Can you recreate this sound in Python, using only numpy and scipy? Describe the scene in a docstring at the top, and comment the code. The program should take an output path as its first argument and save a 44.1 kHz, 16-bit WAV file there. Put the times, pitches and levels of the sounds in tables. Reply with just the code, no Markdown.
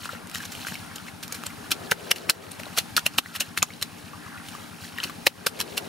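"""Bare hands pat and smooth wet, gritty concrete outdoors: air pockets ring and pop, slurry sprays as filtered
noise, the hands' weight knocks, and grit, squelch and water film crackle as clouds of damped sines.
A slow single-cylinder engine chugs some way off, as modes rung around each firing.
A breeze rushes over an open-air hiss, both shaped noise; a gain control ducks after the loudest moments."""
import sys
import numpy as np
from scipy import signal
from scipy.fft import rfft, irfft, next_fast_len
from scipy.io import wavfile
from scipy.ndimage import uniform_filter1d, map_coordinates

SR = 44100
rng = np.random.default_rng(int(sys.argv[2]) if len(sys.argv) > 2 else 0)


def unload_wav(signal):
    """Save mono or channel-first audio to the path in sys.argv[1] as 16-bit WAV at rate SR, clipped to [-1, 1]."""
    wavfile.write(
        sys.argv[1],
        SR,
        np.round(np.clip(np.atleast_2d(signal).T, -1, 1) * 32767).astype(np.int16),
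    )


N = 259308

# Hands landing on the mix: (time [s], splash level [dB], build-up time constant [s], settling t60 [s],
# knock level [dB], knock frequency [Hz], push level [dB])
HAND_PATS = [(0.13, -47, .003, .05, -27, 560, -54), (0.345, -32, .0025, 0.06, -45, 500, -55),
             (0.455, -32.5, 0.0054, 0.027, -40, 503, -55), (.521, -34, 0.0024, 0.061, -51, 500, -55),
             (0.671, -34, .005, 0.16, -45, 500, -55), (0.72, -50, .003, .05, -25.5, 250, -44),
             (.96, -32.5, 0.0027, 0.039, -45, 500, -55), (1.23, -32, 0.0024, 0.077, -47, 500, -55),
             (1.325, -23.5, 0.00095, 0.021, -33, 500, -55), (1.346, -32.5, 0.0022, .097, -39, 503, -55),
             (1.465, -31, 0.0053, 0.031, -41, 500, -55), (1.717, -18, .0034, 0.049, -29.5, 243, -50),
             (1.917, -21, 0.0039, 0.044, -14, 478, -32), (2.115, -12, 0.003, 0.014, -27, 194, -44),
             (2.161, -32, .0028, 0.084, -45, 500, -55), (2.297, -24, 0.0044, 0.073, -45, 681, -43),
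             (2.514, -35.5, 0.0018, 0.036, -47, 506, -52), (2.596, -38, 0.0041, 0.093, -29, 597, -48),
             (2.665, -51, 0.011, .043, -28, 576, -45), (2.776, -21.5, 0.0049, 0.1, -20, 700, -45),
             (2.966, -15.5, 0.00046, 0.064, -32, 845, -25), (3.061, -26, 0.0029, 0.023, -51, 497, -50),
             (3.184, -16, 0.0024, 0.041, -19.5, 266, -33), (3.361, -27, 0.01, 0.047, -39, 496, -58.5),
             (3.406, -18, .0018, .057, -25.5, 540, -42), (3.577, -24, 0.0037, 0.056, -35, 278, -41),
             (3.627, -28.5, .0015, .07, -19.5, 770, -23), (3.827, -24.5, 0.0041, 0.03, -47, 500, -50),
             (5.037, -30.5, 0.0067, 0.086, -31, 710, -55), (5.052, -44, 0.0028, .05, -28, 298, -46),
             (5.267, -20, 0.0035, 0.084, -10.5, 555, -25), (5.464, -19, .0011, 0.081, -14.5, 587, -19),
             (5.602, -23.5, .0043, 0.059, -21, 814, -48), (5.778, -22.5, 0.0046, 0.037, -26.5, 846, -47)]


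def amp(db):
    """Level law: 20 dB is a factor of ten in amplitude."""
    return 10 ** (np.asarray(db) / 20)


def unit(x):
    """Power normalization: scale to rms 1."""
    return x / np.sqrt(np.mean(x ** 2) + 1e-20)


def along(points, hz, axis=1):
    """Logarithmic frequency scale: interpolate one column of (frequency, value, ..) points."""
    columns = np.transpose(points)
    return np.interp(np.log(hz + 1), np.log(columns[0] + 1), columns[axis])


def curves(rows):
    """Linear interpolation in time: one value per sample for each column after the time."""
    times, *columns = np.transpose(rows)
    t = np.arange(N) / SR
    return [np.interp(t, times, column) for column in columns]


def wobble(rate):
    """Band-limited fluctuation: a smooth curve through random knots, rate of them a second."""
    knots = rng.standard_normal(int(N * rate / SR) + 4)
    return map_coordinates(knots, [np.arange(N) * rate / SR])


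def filtered(x, response):
    """Linear filtering: the spectrum times a complex response of frequency."""
    size = next_fast_len(N + SR // 2)
    hz = np.fft.rfftfreq(size, 1 / SR)
    return irfft(rfft(x, size) * response(hz), size)[..., :N]


def laid(times, shapes):
    """Superposition: rows of short shapes summed at their start times."""
    at = np.round(times * SR).astype(int)[:, None] + np.arange(shapes.shape[1])
    at = np.where(at < 0, N, np.minimum(at, N))  # slot N collects what falls outside
    return np.bincount(at.ravel(), shapes.ravel(), N + 1)[:N]


def fading(t, t60, rise):
    """Exponential decay: a quick rise, then a fall of 60 dB in t60 (2 ms at least)."""
    decay = amp(-60 * t / np.maximum(t60, .002))
    return decay * (1 - np.exp(-t / rise))


def grains(count, hz, spread, cycles, spike_db):
    """Granular noise: soft-starting damped sines at random moments, pitches and sizes; rms 1."""
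    when, chance = rng.random((2, count))
    pitch = hz * np.exp(spread * rng.standard_normal((count, 1)))
    pitch = np.clip(pitch, 500, 16000)
    turns = pitch * np.arange(300) / SR
    size = amp(-spike_db * np.log(1 - .985 * chance))[:, None]  # exponentially spread in dB, capped
    shapes = size * turns * np.exp(-turns / cycles) * np.sin(2 * np.pi * turns)
    return unit(laid(when * N / SR, shapes))


def rubbing():
    """Friction as many micro-impacts: pockets squelch, grit ticks and water film fizzes, in clumps."""
    # palms sliding: (time [s], grit level [dB], squelch level [dB])
    sliding = [(0, -44.5, -49), (.11, -45.5, -44), (.22, -61, -49.5), (.42, -43.5, -48), (.5, -52, -53.5),
               (.6, -45, -51.5), (.77, -45, -53.5), (.9, -60, -46), (1.08, -50.5, -53), (1.17, -69, -55),
               (1.33, -51.5, -48), (1.64, -57, -50), (2.05, -49.5, -54), (2.2, -45.5, -50), (2.4, -55, -53),
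               (2.65, -52, -49.5), (2.85, -58, -53), (3.3, -50, -49), (3.73, -54, -53), (4.0, -54.5, -55),
               (4.4, -58.5, -42), (4.48, -47, -55.5), (4.6, -49.5, -47.5), (4.72, -55, -52),
               (4.86, -45.5, -55), (4.94, -56.5, -49), (5.03, -44, -43.5), (5.2, -57, -59),
               (5.45, -55, -48), (5.65, -49.5, -57.5), (5.88, -51, -58)]
    grit_db, squelch_db = curves(sliding)
    clumps = wobble(35)
    squelch = grains(count=4000, hz=1492, spread=0.248, cycles=3.0, spike_db=2)
    squelch = amp(squelch_db + 0.87 * clumps) * squelch
    grit = grains(count=6000, hz=3550, spread=0.375, cycles=1.6, spike_db=3.0)
    grit = amp(grit_db + 2.3 * clumps) * grit
    film = [grains(count=9000, hz=10200, spread=0.46, cycles=0.46, spike_db=2.0) for k in range(3)]
    film_pair = np.array([film[0] + 0.28 * film[1], film[0] + 0.62 * film[2]])  # partly unlike, left and right
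    fizz = amp(grit_db - 3.5 + 2.6 * clumps) * film_pair
    return squelch + grit + fizz


def engine():
    """Periodic excitation of damped modes: several ring around each firing, at slightly changing strengths."""
    # modes of one engine cycle: (delay after firing [s], frequency [Hz], level [dB], t60 before the taper [s])
    modes = [(-.0073, 95, -37, .125), (-.0044, 187, -44, .25), (.0178, 175, -45, .4),
             (.0191, 236, -42, .27), (.0342, 155, -40, .03), (.0344, 295, -50, .4), (.0652, 165, -47, .35)]
    first_firing_s, firing_hz = .0225, 8.949
    firings = first_firing_s + np.arange(-2, int(N / SR * firing_hz) + 1) / firing_hz
    t = np.arange(SR // 5) / SR
    taper = np.cos(2.5 * np.pi * t)  # reaches zero at 0.2 s
    chug = 0
    for delay, hz, db, t60 in modes:
        late, strength = rng.standard_normal((len(firings), 2)).T
        ring = amp(db) * fading(t, t60, .002) * np.sin(2 * np.pi * hz * t) * taper
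        sizes = amp(1.3 * strength)[:, None]
        chug = chug + laid(firings + delay + .00012 * late, sizes * ring)
    return chug


def rush(spectrum, alike):
    """Partial coherence: mid and side noise mixed for a given colour and left-right likeness; rms 1."""
    def shape(hz):
        angle = np.arccos(np.clip(along(alike, hz), -1, 1)) / 2
        return amp(along(spectrum, hz)) * [np.cos(angle), np.sin(angle)]
    mid, side = filtered(rng.standard_normal((2, N)), shape)
    return unit(np.array([mid + side, mid - side]))


def outdoors():
    """Turbulence as shaped noise: a swelling breeze, dull and hollow, over a lasting hiss."""
    # breeze strength: (time [s], level [dB])
    breeze_levels = [(0, -52.5), (.75, -54.5), (1.55, -53.5), (1.8, -44), (2.1, -40), (2.35, -39),
                     (2.6, -50), (3.0, -54.5), (4.9, -53.5), (5.2, -52), (5.55, -43.5), (5.88, -40.5)]
    # breeze colour: (frequency [Hz], relative density [dB per Hz])
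    breeze_colour = [(60, -40), (250, -14), (330, -6), (400, 0), (500, -5), (750, -8), (1000, -13),
                     (1900, -17), (3000, -34), (20000, -70)]
    # open-air colour: (frequency [Hz], relative density [dB per Hz])
    air_colour = [(40, 4.5), (100, -2), (200, -0.5), (300, 1), (400, -24), (800, -3), (1200, -17),
                  (2300, -13), (5000, -16.5), (7600, -22), (10000, -17.5), (16000, -28)]
    # open-air coherence: (frequency [Hz], left-right likeness [1 = same])
    air_likeness = [(60, 0.25), (300, 0.084), (700, 0.07), (1400, 0.85), (3000, 0.14), (7000, 0.91),
                    (15000, 0.1)]
    breeze_db, = curves(breeze_levels)
    breeze = amp(breeze_db + 1.6 * wobble(12)) * rush(breeze_colour, [(300, 0.11)])
    hiss = amp(-44.0 + 1.9 * wobble(2.69)) * rush(air_colour, air_likeness)
    return breeze + hiss


def slurry():
    """Intermittent noise: spiky, broadband, rms 1, partly unlike at left and right."""
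    # spray colour: (frequency [Hz], relative density [dB per Hz])
    spray_colour = [(200, -24), (500, -4.5), (1000, -8), (1400, 0), (2800, 2), (5000, 1), (7600, -3.5),
                    (10000, -3), (14000, -4.5), (20000, -36)]
    crackle = rng.standard_normal((3, N)) * amp(3.07 * wobble(1500))
    pair = crackle[0] + 0.26 * crackle[1:]
    return unit(filtered(pair, lambda hz: amp(along(spray_colour, hz))))


def pops():
    """Cavity resonance: each bursting air pocket rings a few unsteady cycles and throws a spray."""
    # bursting pockets: (time [s], pop level [dB], pocket frequency [Hz], spray level [dB], pop t60 [s])
    pockets = [(0.0056, -32, 3250, -50, 0.01), (0.0567, -19, 1450, -52, 0.0067),
               (0.0915, -24, 1380, -41, 0.026), (0.1508, -25, 1340, -54, 0.011),
               (0.272, -38, 6900, -29, 0.006), (0.2974, -37.5, 2910, -24, 0.0057),
               (0.3145, -35, 4700, -21, 0.0046), (0.3478, -25, 7000, -18.5, 0.0098),
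               (0.356, -23.5, 1790, -23, 0.016), (0.383, -30, 5000, -19, 0.0039),
               (0.4033, -28.5, 1570, -37, 0.031), (0.453, -32, 6000, -26, 0.008),
               (0.4384, -18.5, 2200, -46, 0.0025), (0.5247, -22, 7200, -46.5, 0.0019),
               (0.5514, -23, 2780, -24, 0.0071), (0.6168, -23, 4370, -24, 0.0029),
               (0.649, -24.5, 1550, -56, 0.016), (0.6692, -18, 1600, -45, 0.0099),
               (0.685, -19.5, 2000, -24, 0.0082), (0.721, -23.5, 1560, -42, 0.0083),
               (0.741, -32, 2670, -27.5, 0.022), (0.7543, -21, 2260, -35, 0.012),
               (0.9595, -24, 6860, -36, 0.0074), (0.983, -28, 2870, -31, 0.0095),
               (1.0829, -29.5, 2170, -47, 0.034), (1.235, -23, 3540, -17.5, 0.0043),
               (1.2791, -37, 6800, -24, 0.0085), (1.3233, -24, 6520, -33, 0.011),
               (1.4369, -17, 1290, -20.5, 0.005), (1.4669, -16.5, 7500, -21.5, 0.0064),
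               (1.5032, -32.5, 2070, -37, 0.018), (1.707, -38, 3200, -25, 0.022),
               (1.717, -16.5, 3200, -15.5, 0.019), (1.7228, -14, 4470, -31, 0.0055),
               (1.896, -33, 1650, -48, 0.029), (1.9134, -15, 2630, -10, 0.019),
               (1.915, -15, 1370, -25, 0.0091), (1.9191, -1, 1584, -31, 0.007),
               (2.11, -21, 2720, -38, 0.016), (2.112, -5.5, 3230, -6, 0.0041),
               (2.1163, -0.5, 2910, -10.5, 0.007), (2.16, -26, 2860, -29, 0.022),
               (2.1827, -29, 4130, -29, 0.011), (2.293, -3.5, 2180, -32, 0.0043),
               (2.2966, -18.5, 4340, -13, 0.057), (2.299, -8, 4920, -48.5, 0.011),
               (2.3044, -26, 5000, -21, 0.0054), (2.517, -24, 9000, -33, 0.008),
               (2.5996, -20, 2100, -27, 0.0044), (2.634, -21, 2730, -18, 0.0037),
               (2.656, -27.5, 3880, -38, 0.008), (2.7759, -21, 1300, -21.5, 0.026),
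               (2.7844, -16, 3350, -8.5, 0.026), (2.796, -30, 3550, -32, 0.04),
               (2.966, -4.5, 4130, -42, 0.0074), (2.9779, -9, 1417, -20, 0.03),
               (2.9925, -25, 1463, -21, 0.016), (3.0623, -27, 3020, -21.5, 0.037),
               (3.064, -10, 2745, -16, 0.016), (3.066, -15.5, 1960, -13, 0.01),
               (3.137, -33, 5000, -45, 0.01), (3.185, -3, 2670, -5.5, 0.0053),
               (3.187, -5, 1170, -60, 0.0053), (3.2599, -20, 1880, -56, 0.013),
               (3.3527, -19, 1960, -53, 0.0084), (3.3608, -24, 2860, -26, 0.014),
               (3.3996, -19, 4220, -15, 0.005), (3.404, -5.5, 6600, -20, 0.002),
               (3.4071, -15.5, 2730, -14, 0.013), (3.4164, -21, 2780, -47, 0.036),
               (3.5696, -33, 2880, -60, 0.014), (3.5755, -4, 1920, -17, 0.0036),
               (3.5858, -20, 3870, -24, 0.0078), (3.6227, -12, 2540, -41, 0.017),
               (3.6274, -4.5, 6440, -3.5, 0.0078), (3.629, -7.5, 1224, -39.5, 0.01),
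               (3.7046, -26, 2200, -58, 0.015), (3.737, -34, 4000, -38, 0.012),
               (3.814, -29, 4180, -28, 0.015), (3.826, -9.5, 3960, -10.5, 0.0083),
               (4.1332, -33.5, 1210, -57, 0.071), (4.485, -36, 2880, -35.5, 0.046),
               (4.5497, -27.5, 1125, -54, 0.031), (4.8443, -32, 4100, -40, 0.013),
               (4.9766, -29, 2740, -40, 0.025), (4.9849, -17.5, 1850, -33, 0.016),
               (5.002, -16, 2990, -47, 0.0083), (5.033, -12, 2700, -41, 0.003),
               (5.0377, -18, 4520, -22, 0.021), (5.044, -16, 2900, -51.5, 0.0056),
               (5.0728, -38, 6070, -31, 0.006), (5.096, -28, 1210, -37, 0.035),
               (5.267, -6.5, 1944, -18, 0.013), (5.2696, -3, 2820, -2, 0.0055),
               (5.269, -14, 1730, -36.5, 0.01), (5.2762, -15, 4300, -41, 0.0088),
               (5.467, -9.5, 2750, -5.5, 0.012), (5.469, -7.5, 1360, -37, 0.0099),
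               (5.591, -30, 2190, -36, 0.045), (5.6028, -7.5, 3150, -5, 0.0043),
               (5.611, -24, 4020, -18.5, 0.038), (5.7773, -25, 2790, -19, 0.032)]
    s, pop_db, hz, spray_db, t60 = np.transpose(pockets)[:, :, None]
    # the hands sit a little left, each pocket somewhere else
    pan_db = 1.5 + rng.standard_normal((len(s), 1))
    t = np.arange(SR // 16) / SR
    # the pocket changes shape as it empties
    drift = np.cumsum(rng.standard_normal((len(s), len(t))), axis=1) * np.sqrt(hz / 140000)
    ring = amp(pop_db) * fading(t, t60, 0.25 / hz) * np.sin(2 * np.pi * hz * t + drift)
    bursts = amp(spray_db) * fading(t, 0.89 * t60, 0.00032)
    spray = laid(s[:, 0], bursts) * slurry()
    return spray + [laid(s[:, 0], ring * amp(side * pan_db / 2)) for side in (1, -1)]


def splashes():
    """Noise under an envelope: it swells as the skin presses in, then the slurry spits as it settles."""
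    s, db, build, t60, *_ = np.transpose(HAND_PATS)[:, :, None]
    t = np.arange(-SR // 20, SR // 8) / SR  # zero at the peak
    pressing = np.exp(t / np.maximum(build, .0005))
    swell = np.where(t < 0, pressing, amp(-60 * t / t60))
    return laid(s[:, 0] + t[0], amp(db) * swell) * slurry()


def thuds():
    """Heavily damped impact: a lumpy knock that barely rings, over one broad push of the hand's weight."""
    s, _, _, _, knock_db, hz, push_db = np.transpose(HAND_PATS)[:, :, None]
    t = np.arange(SR // 10) / SR
    drift = np.cumsum(rng.standard_normal((2, len(s), len(t))), axis=2) * 0.1  # the mix yields unevenly
    low = np.sin(2 * np.pi * hz * t + drift[0])
    high = .5 * np.sin(2 * np.pi * 1.574 * hz * t + drift[1])
    knock = amp(knock_db) * fading(t, 0.027, 0.00083) * (low + high)
    u = t / 0.00057
    push = amp(push_db) * u * (2 - u) * np.exp(-u)  # a pulse and its rebound
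    lag_s = .0012  # the weight arrives just after the splash peaks
    return laid(s[:, 0] + lag_s, knock + push)


def scatter(x):
    """Diffuse reflection: rough ground returns a brief smear, unlike at left and right, new each 0.1 s."""
    t, step = np.arange(SR // 20) / SR, SR // 10
    back = np.zeros((2, N + step + len(t)))
    for start in range(0, N, step):
        tail = rng.standard_normal((2, len(t))) * fading(t, 0.064, 0.00068)
        tail = tail / np.linalg.norm(tail[0])
        smear = signal.fftconvolve(x[:, start:start + step], tail, axes=1)
        back[:, start:start + smear.shape[1]] += smear
    return back[:, :N]


def scene():
    """Superposition: the hands with their reflections, the engine and the open air."""
    hands = pops() + splashes() + thuds() + rubbing()
    # a second path off the slab, a quarter metre longer
    bounce = lambda hz: 1 + .25 * np.exp(-2j * np.pi * hz / 1390)
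    return filtered(hands, bounce) + amp(-8.5) * scatter(hands) + engine() + outdoors()


def record(dry):
    """Transduction and compression: low cut, uneven microphone pair, ducking gain, soft limit, high cut."""
    # microphone pair: (frequency [Hz], left over right [dB], left phase lead [rad])
    port_differences = [(101, 6, 0.22), (428, 4.5, -1.28), (680, 5, -0.0098), (1230, 1, -1.14),
                        (2450, 0.5, -0.37), (8600, -0.5, 0.57), (15000, -2.5, -1.05)]

    def pair(hz):
        lean = amp(along(port_differences, hz) / 2) * np.exp(.5j * along(port_differences, hz, axis=2))
        low_cut = np.sqrt(1 + (90 / (hz + 1)) ** 6)
        return np.array([lean, 1 / lean]) / low_cut

    x = filtered(dry, pair)
    power = uniform_filter1d(np.mean(x ** 2, axis=0), size=441)  # over 10 ms
    loud_db = 10 * np.log10(np.abs(power) + 1e-12)
    excess_db = np.pad(np.maximum(loud_db + 17.5, 0), (500, 0))[:N]  # acts 500 samples late
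    release_s = .11
    duck_db = signal.lfilter([1], [1, -np.exp(-1 / (SR * release_s))], excess_db) * 4.47 / 1000
    x = x * amp(-duck_db)
    x = x / (1 + np.abs(x / .93) ** 8) ** (1 / 8)  # soft limit
    top_hz, end_hz = 15750, 16950  # a fifth of the amplitude passes between them, nothing above
    return filtered(x, lambda hz: (hz < top_hz) + .2 * (hz >= top_hz) * (hz < end_hz))


dry = scene()
out = record(dry)
unload_wav(out)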